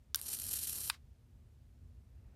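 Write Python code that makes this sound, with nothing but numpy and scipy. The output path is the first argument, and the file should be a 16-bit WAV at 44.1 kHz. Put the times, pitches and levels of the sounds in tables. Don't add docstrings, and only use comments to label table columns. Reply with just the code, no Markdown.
import sys
import numpy as np
from scipy import signal
from scipy.fft import rfft, irfft, next_fast_len
from scipy.io import wavfile
from scipy.ndimage import uniform_filter1d, minimum_filter1d, map_coordinates

SR = 44100
rng = np.random.default_rng(int(sys.argv[2]) if len(sys.argv) > 2 else 0)


def file_out(sig):
    cols = np.atleast_2d(sig).T
    lim = np.clip(cols, -1, 1)
    pcm = np.round(lim * 32767).astype(np.int16)
    wavfile.write(sys.argv[1], SR, pcm)


def how_loud(loudness_db):
    steps = np.asarray(loudness_db, float) / 20
    return 10 ** steps


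N = 103635

# start_s, level_db (rms)
ARC_LEVEL = [(0.165, -54.5), (0.185, -58), (0.2, -51.5), (0.21, -59.5), (0.23, -49.5), (0.248, -50),
             (0.262, -44), (0.317, -44), (0.333, -39.5), (0.379, -48.5), (0.399, -46), (0.411, -45.5),
             (0.432, -46.5), (0.459, -45), (0.467, -45), (0.49, -39), (0.5, -45.5), (0.515, -36),
             (0.526, -45), (0.533, -37), (0.57, -39.5), (0.58, -42), (0.607, -41.5), (0.631, -36.5),
             (0.655, -42), (0.666, -47.5), (0.673, -36.5), (0.719, -43), (0.893, -42.5)]
# start_s, level_db (root of the summed squares), length_s (Gaussian decay)
ARC_BURSTS = [(.1589, -16, .0007), (.1600, -21, .0015), (.1719, -32, .0003), (.1767, -33, .0003),
              (.1907, -27, .0005), (.1948, -31, .0003), (.1976, -28, .0003), (.2146, -18, .0008),
              (.2223, -30, .0003), (.2339, -32, .0004), (.2680, -20, .0007), (.2925, -23, .0005),
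              (.3293, -18, .001), (.3314, -21, .0004), (.3341, -21, .0003), (.3384, -17, .001),
              (.3471, -23, .0003), (.3507, -19, .0006), (.3697, -23, .0006), (.3884, -19, .0006),
              (.3984, -17, .0011), (.4014, -21, .0004), (.4173, -19, .0009), (.4212, -18, .0005),
              (.4337, -22, .0008), (.4404, -19, .0003), (.4658, -23, .0004), (.4675, -20, .0005),
              (.4859, -20, .0003), (.4905, -20, .0004), (.4939, -20, .0004), (.5203, -20, .0005),
              (.5301, -15, .0007), (.5728, -19, .0003), (.5870, -19, .0004), (.5899, -20, .0004),
              (.5924, -21, .0004), (.6571, -22, .0004), (.6736, -21, .0005), (.6765, -19, .0004),
              (.7567, -22, .0004), (.7840, -22, .0004), (.7886, -21, .0004), (.8052, -22, .0004)]
# frequency_hz, relative_density_db (per Hz)
SPARK_SPECTRUM = [(150, -16), (400, -19.5), (900, -26.5), (1500, -18.5), (2300, -16), (3000, -12.5),
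                  (4200, -9.5), (7000, -7), (8500, -2.5), (10000, -2), (13000, 0), (17000, -15.5)]
# frequency_hz, relative_density_db (per Hz)
GLOW_SPECTRUM = [(60, -11.5), (150, -1), (500, -8), (1200, -11), (3000, -31), (16000, -57)]
# start_s, blow_level_db, snap_length_s
BUTTON_CLICKS = [(0.1458, -17, 0.0001), (0.8992, -15, 0.0018)]
# frequency_hz, press_level_db, release_level_db, t60_s
BODY_MODES = [(1130, -28.5, -8.5, 0.012), (1505, -13, -6, 0.0089), (2420, -19.5, -3.5, 0.0083),
              (3000, -4.5, -2.5, .003), (3614, -0.5, -4, 0.0041), (4850, -1.5, -2.5, .003),
              (5650, -1.5, -16, 0.0046), (7100, -3, -15.5, 0.0028), (8750, -9, -2, 0.0021),
              (10050, -6.5, -5, .003), (11700, -8.5, -11, .0025), (13500, -5, -10.5, 0.0029),
              (15700, -20.5, -16, .006)]
# frequency_hz, relative_density_db (per Hz)
CLICK_TO_WALLS = [(400, -24), (1000, -3), (2500, -4), (5000, -3), (6500, -9.5), (10000, -10),
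                  (16000, -20.5)]
# delay_s, gain (ratio)
NEAR_ECHOES = [(.0002, 0.098), (.00124, 0.068), (.0018, -0.12), (.0025, 0.12)]
# frequency_hz, relative_density_db (per Hz)
NOISE_SPECTRUM = [(14, -47.5), (24, -16.5), (38, -8.5), (73, 0), (129, -11.5), (172, -22.5), (244, -23),
                  (271, -30), (345, -30.5), (831, -41.5), (1110, -44.5), (12300, -55.5), (14000, -56.5)]

STRIKE_S, ARC_OFF_S = 0.15828, 0.899


def curve(points, x, scale=lambda v: v):
    p = np.array(points, float)
    return np.interp(scale(x), scale(p[:, 0]), p[:, 1])


def level(x, db):
    return x * how_loud(db) / np.sqrt(np.mean(x ** 2))


def colour(x, spectrum):
    size = next_fast_len(2 * len(x)) // 2 * 2
    hz = np.arange(size // 2 + 1) * SR / size + 1
    cepstrum = irfft(np.log(how_loud(curve(spectrum, hz, np.log))), size)
    cepstrum[1:size // 2] *= 2
    cepstrum[size // 2 + 1:] = 0
    response = np.exp(rfft(cepstrum))
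    return irfft(rfft(x, size) * response, size)[:len(x)]


def walk(rate_hz):
    hold = max(int(SR / rate_hz), 2)
    steps = np.repeat(rng.standard_normal(N // hold + 1), hold)
    slewed = uniform_filter1d(steps, hold)[:N]
    return slewed / slewed.std()


def top_cut(x, hz):
    return signal.sosfiltfilt(signal.ellip(8, 0.1, 40, hz, fs=SR, output="sos"), x)


def discharges():
    sparks_per_s, spread_db = 3900, 4.0
    hiss_db = -5
    clump_db, clumps_per_s = 1.5, 170
    strength = how_loud(spread_db * rng.exponential(size=N).clip(0, 3))
    sparks = (rng.random(N) < sparks_per_s / SR) * strength
    sparks = level(sparks * np.sign(rng.standard_normal(N)), 0)
    sparks = sparks + how_loud(hiss_db) * rng.standard_normal(N)
    return level(sparks * how_loud(clump_db * walk(clumps_per_s)), 0)


def burst(length_s):
    t = np.arange(512) / SR
    crackle = rng.standard_normal(512) * (rng.random(512) < 0.35)
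    crackle *= np.exp(-(t / max(length_s, 1e-4)) ** 2)
    crackle[0] = 0.63
    return crackle / np.sqrt(np.sum(crackle ** 2))


def arc():
    strike_db, strike_thin = -10.5, 0.75
    tip_echo_s, tip_echo_gain = 0.0007, 0.25
    t = np.arange(N) / SR
    lit = (t > ARC_LEVEL[0][0]) * (t < ARC_OFF_S)
    drive = discharges() * how_loud(curve(ARC_LEVEL, t)) * lit
    for start_s, db, length_s in ARC_BURSTS:
        drive[int(start_s * SR):][:512] += how_loud(db) * burst(length_s)
    drive[int(STRIKE_S * SR):][:2] += how_loud(strike_db) * np.array([1, -strike_thin])
    mirrored = map_coordinates(drive, [(t - tip_echo_s) * SR], order=3)
    drive = drive + tip_echo_gain * mirrored
    impulse = np.zeros(2048)
    impulse[0] = 1
    spark_size = np.sqrt(np.sum(colour(impulse, SPARK_SPECTRUM) ** 2))
    return colour(drive, SPARK_SPECTRUM) / spark_size


def glow():
    glow_db = -66.5
    flutter_db, flutter_hz = 2.0, 22
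    t = np.arange(N) / SR
    lit = uniform_filter1d(1. * (t > STRIKE_S) * (t < ARC_OFF_S), 600)
    noise = level(colour(rng.standard_normal(N), GLOW_SPECTRUM), glow_db)
    return noise * how_loud(flutter_db * walk(flutter_hz)) * lit


def snap(length_s):
    chatter_s, chatter_db = 0.0056, -22
    t = np.arange(4096) / SR
    contacts = rng.standard_normal(len(t)) * (rng.random(len(t)) < 0.3)
    quick = 0.16 * np.exp(-(t / length_s) ** 2)
    push = contacts * (quick + how_loud(chatter_db) * np.exp(-t / chatter_s))
    push[0] = 1
    return push / np.sqrt(np.sum(push ** 2))


def body_ring(column):
    t = np.arange(4096) / SR
    ring = np.zeros(len(t))
    for k, mode in enumerate(BODY_MODES):
        decay = how_loud(-60 * t / mode[3])
        ring += (-1) ** k * how_loud(mode[column]) * np.sin(2 * np.pi * mode[0] * t) * decay
    return ring


def button():
    to_walls_db = -1.5
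    body_low_hz = 810
    direct, to_walls = np.zeros(N), np.zeros(N)
    impulse = np.zeros(4096)
    impulse[0] = 1
    broad = colour(impulse, CLICK_TO_WALLS)
    for j, (start_s, db, snap_s) in enumerate(BUTTON_CLICKS):
        click = how_loud(db) * signal.fftconvolve(snap(snap_s), body_ring(1 + j))[:4096]
        match = np.sqrt(np.sum(click ** 2) / np.sum(broad ** 2))
        place = slice(int(start_s * SR), int(start_s * SR) + 4096)
        direct[place] += click
        to_walls[place] += how_loud(to_walls_db) * match * broad
    high_pass = signal.butter(3, body_low_hz, "high", fs=SR, output="sos")
    return signal.sosfilt(high_pass, direct), to_walls


def room(direct, to_walls):
    wash_db, treble_hz = -22.5, 6000
    early_db, early_s = 7.5, 0.0045
    rise_s, hold_until_s, t60_s = 0.021, 0.049, 0.09
    t = np.arange(12000) / SR
    hz = np.arange(2049) * SR / 4096
    near = irfft(1 + sum(g * np.exp(-2j * np.pi * hz * d) for d, g in NEAR_ECHOES))[:512]
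    late = np.minimum(t / rise_s, 1) * how_loud(-60 * np.maximum(t - hold_until_s, 0) / t60_s)
    early = how_loud(early_db) * np.exp(-(t / early_s) ** 2)
    dull = signal.lfilter(*signal.butter(1, treble_hz, fs=SR), rng.standard_normal(len(t)))
    wash = dull * (late + early) * (t > 0.002)
    wash *= how_loud(wash_db) / np.sqrt(np.sum(wash ** 2))
    return signal.fftconvolve(direct, near)[:N] + signal.fftconvolve(to_walls, wash)[:N]


def hum():
    hum_hz, hum_db = 240.7, -80.5
    pitch_hz = hum_hz * (1 + 0.0082 * walk(6.8))
    tone = np.sin(2 * np.pi * np.cumsum(pitch_hz) / SR)
    return level(tone * how_loud(2.5 * walk(7.9)), hum_db)


def background():
    noise_db, noise_top_hz = -57, 15300
    rumble_top_hz, swell_db, swell_hz = 390, 2.5, 9
    rise_db, rise_centre_s, rise_time_s = 6, 2.25, 0.1
    noise = colour(rng.standard_normal(N + 8192), NOISE_SPECTRUM)[8192:]
    noise = top_cut(level(noise, noise_db), noise_top_hz)
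    rumble = signal.filtfilt(*signal.butter(1, rumble_top_hz, fs=SR), noise)
    hiss = noise - rumble
    t = np.arange(N) / SR
    rise = how_loud(rise_db / (1 + np.exp((rise_centre_s - t) / rise_time_s)))
    hiss = hiss + top_cut(hiss, 2900) * (rise - 1)
    return hiss + rumble * how_loud(swell_db * walk(swell_hz)) + hum()


def scene():
    click, click_to_walls = button()
    sizzle = arc()
    lighter = room(click + sizzle, click_to_walls + sizzle)
    return (lighter + glow() + background())[None]


def low_pass(x):
    return signal.sosfilt(signal.butter(12, 16800, fs=SR, output="sos"), x)


def record(dry):
    low_hz, top_hz = 43, 16400
    busy_top_hz, busy_db, busy_s = 13200, -62, 0.05
    high_pass = signal.butter(3, low_hz, "high", fs=SR, output="sos")
    x = signal.sosfilt(high_pass, top_cut(dry, top_hz))
    treble_power = uniform_filter1d((x - top_cut(x, 5000)) ** 2, 256)
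    window = int(busy_s * SR)
    held = minimum_filter1d(treble_power, window, origin=window // 2 - 400)
    busy = uniform_filter1d((held > how_loud(busy_db) ** 2) * 1., 512)
    mix = busy * top_cut(x, busy_top_hz) + (1 - busy) * x
    return low_pass(mix)


dry = scene()
out = record(dry)
file_out(out)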